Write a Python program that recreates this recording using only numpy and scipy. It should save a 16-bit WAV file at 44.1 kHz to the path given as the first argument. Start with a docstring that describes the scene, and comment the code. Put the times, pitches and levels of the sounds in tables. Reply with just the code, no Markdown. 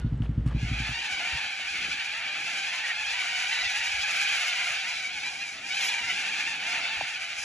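"""A big flock of cockatoos screeches high over a campsite, each voice a pulse train shaped by the throat.
At first a motorcycle idles close by: firings ring the exhaust, valves clatter and gear rustles.
It fades out as the flock fades in, and near birds warble and squawk over the crowd.
A hand-held phone hears it in stereo at two microphone ports; its audio coding marks the high treble.
Hands bump the phone now and then over a low rumble of light wind and far traffic."""
import sys
import numpy as np
from scipy import signal
from scipy.fft import rfft, irfft
from scipy.io import wavfile
from scipy.ndimage import uniform_filter1d

SR = 44100
rng = np.random.default_rng(int(sys.argv[2]) if len(sys.argv) > 2 else 0)


def wrap_up_sound(samples):
    """Save the sound to the file named by the first command line argument, as 16-bit audio."""
    columns = np.atleast_2d(samples).T
    # keep every value between -1 and 1, then stretch to whole-number steps
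    tamed = np.clip(columns, -1, 1)
    steps = np.round(tamed * 32767).astype(np.int16)
    wavfile.write(sys.argv[1], SR, steps)


N = 328104
T = np.arange(N) / SR
BIN_HZ = np.arange(N // 2 + 1) * SR / N


def undb(db):
    """Decibels to amplitude ratio."""
    return 10 ** (np.asarray(db) / 20)


def level(x, db=0):
    """Normalisation to an RMS level."""
    return x * undb(db) / np.sqrt(np.mean(x ** 2))


def curves(table):
    """Linear interpolation of columns over time."""
    time_s, *columns = np.transpose(table)
    return [np.interp(T, time_s, c) for c in columns]


def over_hz(table):
    """Interpolation of columns over log frequency."""
    hz, *columns = np.transpose(table)
    return [np.interp(np.log(BIN_HZ + 1), np.log(hz), c) for c in columns]


def band(x, lo_hz, hi_hz, order=2):
    """Butterworth band-pass."""
    return signal.sosfilt(signal.butter(order, [lo_hz, hi_hz], "band", fs=SR, output="sos"), x)


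def wobble(corner_hz):
    """Random modulation: low-passed noise of unit RMS."""
    return level(signal.lfilter([1], [1, -np.exp(-2 * np.pi * corner_hz / SR)], rng.standard_normal(N)))


def swell(start, attack, hold, release):
    """Trapezoidal envelope, 0 to 1."""
    return np.clip(np.minimum((T - start) / attack, (start + attack + hold + release - T) / release), 0, 1)


def ring(start_s, hz, t60_s):
    """Free vibration of one mode: a damped sine."""
    out, t = np.zeros(N), T[T < 1.5 * t60_s]
    at = int(start_s * SR) + np.arange(len(t))
    out[at[at >= 0]] = (np.sin(2 * np.pi * hz * t) * np.exp(-np.log(1000) * t / t60_s))[at >= 0]
    return out


def exhaust():
    """Pipe resonance: each firing sucks, then rings the modes; a weaker beat follows and gas roars."""
    # idle beats: start_s, gain_db
    firings = [(-.04, -19), (0.04, -20.5), (0.117, -23), (0.198, -20), (0.286, -22.5), (0.372, -20.5),
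               (0.456, -20.5), (0.542, -21.5), (0.623, -21.5), (0.708, -24), (0.795, -29), (0.885, -31.5)]
    # exhaust resonances: pitch_hz, gain_db, t60_s
    modes = [(59.2, -12.5, 0.46), (88, -17, 0.18), (131, 3, 0.064), (244, -0.5, 0.033)]
    beats = np.zeros(N)
    for start_s, firing_db in firings:
        for late_s, beat_db in [(.005, -.5), (.023, -5.5)]:
            for hz, mode_db, t60_s in modes:
                gain = undb(firing_db + beat_db + mode_db + rng.normal(0, 1))
                beats -= gain * ring(start_s + late_s, hz, t60_s)
    roar = level(band(rng.standard_normal(N), 54, 171), -37.5) * np.clip((.98 - T) / .41, 0, 1)
    return undb(3.5) * band(beats, 43, 246, order=3) + roar


def clatter():
    """Impact noise: valves and gear excite broad resonances, with rustles and single ticks."""
    # rustles of gear: start_s, body_hold_s, body_db, treble_db, treble_hold_s
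    rustles = [(-.03, 0.027, -53, -81, 0.036), (0.21, 0.034, -56, -74, 0.027),
               (0.453, 0.062, -52.5, -64, 0.024)]
    # what the clatter rings in: centre_hz, width_hz, relative_db
    resonances = [(497, 76, -10), (1290, 1800, 17), (2630, 790, 0)]
    # sharp impacts: start_s, gain_db, pitch_hz
    impacts = [(.127, -50, 2000), (.178, -56, 7800), (.221, -33, 3050), (.223, -42, 1500),
               (.250, -44, 3100), (.256, -44, 1300), (.262, -42, 2600), (.266, -45, 3300),
               (.462, -60, 10000), (.476, -43, 4300), (.477, -50, 8500), (.478, -45, 2300),
               (.497, -44, 1300), (.509, -38, 1250), (.511, -38, 1800)]
    body_gain, treble_gain = undb(-57), undb(-82)  # steady valve clatter
    for start_s, body_hold_s, body_db, treble_db, treble_hold_s in rustles:
        body_gain += undb(body_db) * swell(start_s, .013, body_hold_s, .018) ** 2
        treble_gain += undb(treble_db) * swell(start_s, .013, treble_hold_s, .018) ** 2
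    grain = rng.standard_normal((2, N)) * undb(1.4 * wobble(60))
    body = sum(level(band(grain[0], hz - width / 2, hz + width / 2), db) for hz, width, db in resonances)
    rattle = body_gain * level(body) + treble_gain * level(band(grain[1], 5000, 9500, order=3))
    ticks = sum(undb(db) * band(ring(s, hz, .007), .7 * hz, 1.3 * hz, order=1) for s, db, hz in impacts)
    return rattle * np.clip((.7 - T) / .12, 0, 1) + ticks


def screech(hz, grit, air, rasp, breath, ratio):
    """Pulsed airflow: harmonics fall by a fixed ratio, amplitude rasps, breath hisses once a cycle."""
    phase = np.cumsum(2 * np.pi * hz / SR)
    pulses = (1 - ratio ** 2) / (1 + ratio ** 2 - 2 * ratio * np.cos(phase))
    return (pulses - 1) * (1 + rasp * grit) + breath * pulses * air


def far_birds(count, spread, hoarsest, pitch_hz=790):
    """Superposition of short screeches, each frequency-modulated by an arch, a glide and a warble."""
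    out, shake, grit, air = np.zeros(2 * N), wobble(58.5), wobble(580), rng.standard_normal(N)
    uniform, normal = rng.random((count, 6)), rng.standard_normal((count, 3))
    for k in range(count):
        length, delay, pick, roughness, pace, phase = uniform[k]
        detune, glide, size = normal[k]
        n, at = int(SR * (.04 + .1 * length)), int((k + delay) / count * N)
        part = int(pick * (N - SR)) + np.arange(n)
        progress, hoarse = np.arange(n) / n, hoarsest * roughness
        arch = .06 * (np.sin(np.pi * progress) - .6) + .05 * glide * progress
        warble = .03 * np.sin(2 * np.pi * ((6 + 8 * pace) * T[:n] + phase))
        jitter = (.012 + .04 * hoarse) * shake[part]
        hz = pitch_hz * (1 + spread * detune) * (1 + arch + warble + jitter)
        rasp = .2 + .5 * hoarse
        voice = screech(hz, grit[part], air[part], rasp, breath=rasp, ratio=.82)
        envelope = np.minimum(5 * progress, 1) * np.sqrt(1 - progress)
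        out[at:at + n] += undb(2.5 * size) * envelope * voice
    return out[:N] + out[N:]  # late calls wrap to the start


def trees(spread_s, bins):
    """Scattering by leaves: an all-pass response with random group delay."""
    steps = np.repeat(rng.standard_normal(N // (2 * bins) + 2), bins)
    delay_s = spread_s * uniform_filter1d(steps, size=bins)[:N // 2 + 1]
    return np.exp(-2j * np.pi * np.cumsum(delay_s) * SR / N)


def flicker(rms_db):
    """Level fluctuation as birds join and drop out."""
    return rms_db * level(uniform_filter1d(wobble(9.4), size=SR // 40))


def even(x, db):
    """Running RMS normalisation: the crowd follows db without pauses."""
    return x * undb(db) / np.sqrt(uniform_filter1d(x ** 2, size=SR // 11, mode="wrap"))


def crowd_spectra():
    """Source and filter: two independent crowds share one colour and level contour."""
    # crowd contour: time_s, mid_db, treble_re_mid_db, low_re_mid_db
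    contour = [(.6, -41.5, -12.5, -14), (.8, -32.5, -14, -16), (.96, -32, -11.5, -14.5),
               (1.31, -30, -13, -14.5), (1.56, -33.5, -12.5, -16.5), (1.79, -30.5, -11.5, -21.5),
               (2.2, -32.5, -15.5, -16.5), (2.5, -31, -11.5, -16.5), (2.96, -31.5, -12.5, -16),
               (3.1, -29.5, -12, -16.5), (3.99, -29.5, -10, -16.5), (4.22, -26.5, -9.5, -19),
               (4.78, -29.5, -11, -17), (5.08, -36.5, -8, -16), (5.3, -35.5, -7.5, -12.5),
               (5.5, -40, -5.5, -13.5), (5.61, -39, -10.5, -15), (5.7, -34, -7, -15),
               (5.85, -32.5, -3, -11.5), (6.04, -32.5, -10, -14.5), (6.41, -29, -11.5, -18.5),
               (6.6, -33, -13, -14), (6.72, -28, -12, -13.5), (7.0, -32, -14, -16),
               (7.36, -35.5, -8.5, -18), (7.44, -35, -2, -13.5)]
    # response of throat, beak and air: frequency_hz, gain_db
    throat = [(250, -39), (520, -18), (780, -17), (1150, -15), (1600, -13), (2000, -7.5), (2400, -2.5),
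              (2900, -7), (3700, -13), (4500, -12.5), (4850, -9), (5100, -8.5), (5600, -9), (7000, -8.5),
              (8500, -13.5), (10000, -11), (11200, -20), (12000, -51)]
    mid_db, treble_db, low_db = (c + flicker(db) for c, db in zip(curves(contour), (.41, 1.3, .5)))
    # the band above 11.2 kHz opens when the flock is loud, as in an audio coder
    top_db = treble_db - 27 + 2.7 * (mid_db + treble_db + 38)
    bands = [(0, 1150, low_db), (1150, 4800, 0), (4800, 11200, treble_db), (11200, SR, top_db)]
    colour = undb(over_hz(throat)[0])
    colour /= colour.max()
    fade = swell(.52, .094, T[-1] - .575, .0035)
    spectra = []
    for _ in range(2):
        low_fliers = undb(5) * band(far_birds(110, spread=.1, hoarsest=.15), 2800, 5600)
        voices = far_birds(560, spread=.078, hoarsest=1) + low_fliers
        spectrum = rfft(voices) * colour * trees(.01, bins=1500)
        crowd = sum(even(irfft(spectrum * ((BIN_HZ >= lo) & (BIN_HZ < hi)), N), mid_db + db)
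                    for lo, hi, db in bands)
        spectra.append(rfft(crowd * fade))
    return spectra


def crack(depth_db=3):
    """Random amplitude modulation of a breaking voice, one second long."""
    drift = level(uniform_filter1d(wobble(30)[:SR], size=SR // 70))
    return level(undb(depth_db * np.minimum(drift, 1)))


def call(hz, db, formant_hz, upper_db, hoarse, noises):
    """Formant filtering: a near bird's throat resonance and two fixed bands each crack on their own."""
    shake, grit, air = noises
    voice = screech(hz * (1 + .025 * hoarse * shake), grit, air, hoarse, breath=.45 * hoarse, ratio=.85)
    formants = [band(voice, .8 * formant_hz, 1.25 * formant_hz, order=3),
                undb(-12) * band(voice, 1300, 1900, order=3),
                undb(upper_db) * band(voice, 2800, 4500)]
    t = T[:len(hz)]
    fade = np.clip(np.minimum(t, t[::-1]) / .015, 0, 1)
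    return fade * undb(db) * sum(crack()[:len(hz)] * formant for formant in formants)


def near_birds(slowing_s=1.2):
    """Frequency modulation: warbles slow down and pulse at each pitch crest; squawks dip and rise."""
    # warbling calls: start_s, length_s, first_hz, last_hz, depth_hz, first_rate_hz,
    # formant_hz, gain_db, upper_band_db
    warbles = [(2.82, .12, 945, 920, 22, 19, 1900, -32, -13),
               (3.505, .41, 1000, 925, 28, 24, 2000, -32, -6), (4.15, .17, 820, 830, 24, 11, 2500, -36, -6),
               (7.36, .08, 850, 800, 20, 12, 2600, -43, -4)]
    # single squawks: formant_hz, upper_band_db, hoarseness (0-1), [(time_s, pitch_hz, gain_db)]
    squawks = [(1450, -5, .7, [(0, 730, -59), (.04, 715, -61), (.08, 735, -60), (.11, 725, -66)]),
               (3900, -10, .5, [(3.5, 950, -44), (3.53, 1000, -38), (3.57, 960, -37), (3.61, 985, -38),
               (3.66, 940, -44)]), (2400, -4, .27, [(4.88, 770, -40), (4.93, 810, -35), (4.99, 790, -35),
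               (5.02, 815, -38), (5.055, 745, -34), (5.09, 790, -36), (5.13, 850, -38), (5.155, 750, -37),
               (5.19, 720, -37), (5.225, 740, -40), (5.245, 780, -34), (5.275, 795, -32), (5.3, 810, -46)]),
               (2500, -4, .3, [(5.38, 765, -42), (5.4, 780, -40), (5.42, 845, -35), (5.45, 790, -40),
               (5.49, 750, -39), (5.52, 790, -42), (5.545, 870, -38), (5.565, 850, -48)]),
               (2700, -10, .35, [(5.4, 890, -46), (5.42, 930, -35), (5.445, 895, -46)]),
               (2900, -6, .35, [(5.7, 700, -40), (5.75, 765, -36), (5.78, 790, -35), (5.81, 700, -35),
               (5.83, 660, -42)]), (3300, -6, .45, [(5.8, 880, -42), (5.82, 840, -37), (5.85, 760, -38),
               (5.87, 850, -37), (5.93, 830, -38), (5.95, 800, -44)]), (2600, -2, .4, [(5.69, 770, -40),
               (5.72, 735, -36), (5.745, 790, -35), (5.77, 870, -34), (5.79, 775, -35), (5.825, 685, -36),
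               (5.84, 700, -44)]), (2400, -12, .6, [(5.8, 880, -38), (5.83, 820, -32), (5.855, 755, -33),
               (5.885, 790, -30), (5.92, 840, -31), (5.94, 780, -36), (5.96, 795, -32), (5.985, 765, -30),
               (6.01, 770, -42)]), (2100, -14, .35, [(6.02, 690, -40), (6.04, 690, -33), (6.08, 710, -33),
               (6.11, 655, -34), (6.135, 650, -42)]), (2800, -14, .45, [(6.07, 680, -42), (6.11, 740, -37),
               (6.14, 680, -36), (6.2, 720, -36), (6.23, 700, -42)])]
    out, noises = np.zeros(N), np.array([wobble(94), wobble(350), rng.standard_normal(N)])
    for start_s, length_s, first_hz, last_hz, depth_hz, rate_hz, formant_hz, db, upper_db in warbles:
        on = (T > start_s) & (T < start_s + length_s)
        t = T[on] - start_s
        turns = rate_hz * slowing_s * (1 - np.exp(-t / slowing_s))
        hz = first_hz + (last_hz - first_hz) * t / length_s - depth_hz * np.cos(2 * np.pi * turns)
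        pulse = .25 + .75 * np.sin(np.pi * turns) ** 2
        out[on] += pulse * call(hz, db, formant_hz, upper_db, .45, noises[:, on])
    for formant_hz, upper_db, hoarse, shape in squawks:
        on = (T > shape[0][0]) & (T < shape[-1][0])
        hz, db = (uniform_filter1d(c, size=SR // 80)[on] for c in curves(shape))
        out[on] += call(hz, db, formant_hz, upper_db, hoarse, noises[:, on])
    return out


def flock():
    """Partial coherence: one crowd and the near birds form the mid signal, the other the side."""
    # stereo image of the flock: frequency_hz, left_lead_half_turns, coherence (0-1)
    # the flat 8.5-9.55 kHz stretch is audio coding
    stereo_image = [(170, 0, .85), (860, .09, .68), (1250, 0, .85), (1800, .06, .98), (2300, .15, .86),
                    (2900, .38, .76), (3950, .26, .8), (4650, .69, .79), (5000, 1.2, .8), (5350, 1.66, .86),
                    (5750, 1.97, .97), (6150, 2.01, .995), (6400, 2.15, .92), (8200, 2.78, .87),
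                    (8500, 3, 1), (9550, 3, 1), (9800, 3.17, .88), (10850, 3.5, .78), (11250, 3.7, .7),
                    (11700, 4, .95)]
    lead, coherence = over_hz(stereo_image)
    first_crowd, second_crowd = crowd_spectra()
    near = rfft(near_birds()) * trees(.002, bins=3000)
    mid = (first_crowd + near) * np.sqrt((1 + coherence) / 2)
    side = second_crowd * np.sqrt((1 - coherence) / 2)
    turn = np.exp(.5j * np.pi * lead)
    return np.array([irfft((mid + side) * turn, N), irfft((mid - side) / turn, N)])


def rumble():
    """Turbulence at the ports and far traffic: low noise bands, partly coherent between channels."""
    # puffs of wind: middle_s, length_s, peak_db
    puffs = [(.93, 0.064, -59), (1.135, 0.056, -41), (1.346, 0.068, -41), (1.447, 0.23, -63),
             (1.855, 0.74, -60), (2.19, .15, -73), (3.168, 0.98, -64), (3.67, .14, -59), (3.806, .08, -57),
             (3.975, 0.29, -52), (4.34, .3, -64), (4.714, .3, -68), (5.17, 0.32, -67), (6.04, 0.16, -67),
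             (6.5, .05, -63), (6.984, 0.059, -49), (7.037, .05, -59), (7.366, 0.18, -69)]
    # far traffic: time_s, level_db
    traffic = [(1.0, -58), (1.61, -64), (1.82, -52), (2.09, -65), (2.49, -58), (2.87, -67), (3.58, -62),
               (3.76, -65.5), (3.94, -65), (4.21, -60.5), (4.51, -67), (5.1, -60.5), (5.8, -61), (6.3, -56),
               (6.55, -56), (6.85, -57), (7.26, -66.5), (7.44, -69)]
    wind = undb(-70) + sum(undb(db) * swell(s - span / 2, span / 2, 0, span / 2) ** 2
                           for s, span, db in puffs)
    traffic_db = curves(traffic)[0] + 2 * wobble(5.8)
    noise = rng.standard_normal((4, N)) * undb(.96 * wobble(21))
    mid = wind * level(band(noise[0], 40.6, 90, order=3)) + level(band(noise[1], 122, 362), traffic_db)
    side = wind * level(band(noise[2], 40, 100), -14) + level(band(noise[3], 130, 330), traffic_db - 13)
    return np.array([mid + side, mid - side]) * np.clip((T - .7) / .25, 0, 1)


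def hand_bumps():
    """Structure-borne sound: each bump rings the phone briefly."""
    # bumps of the hand: start_s, gain_db, pitch_hz, t60_s
    bumps = [(1.345, -35, 130, .08), (1.595, -36, 700, .02), (1.88, -44, 150, .06), (2.53, -44, 250, .04),
             (3.65, -46, 100, .08), (4.7, -46, 150, .06), (6.04, -44, 110, .08), (7.0103, -16, 800, .012),
             (7.014, -42, 300, .03), (7.022, -42, 130, .05)]
    return sum(undb(db) * band(ring(s, hz, t60_s), .7 * hz, 1.35 * hz) for s, db, hz, t60_s in bumps)


def scene():
    """Superposition of all sources, in stereo."""
    return flock() + exhaust() + clatter() + rumble() + hand_bumps()


def record(dry):
    """Band limiting: the phone cuts the top above 12.3 kHz."""
    return signal.sosfilt(signal.ellip(8, .2, 70, 12300, fs=SR, output="sos"), dry)


dry = scene()
out = record(dry)
wrap_up_sound(out)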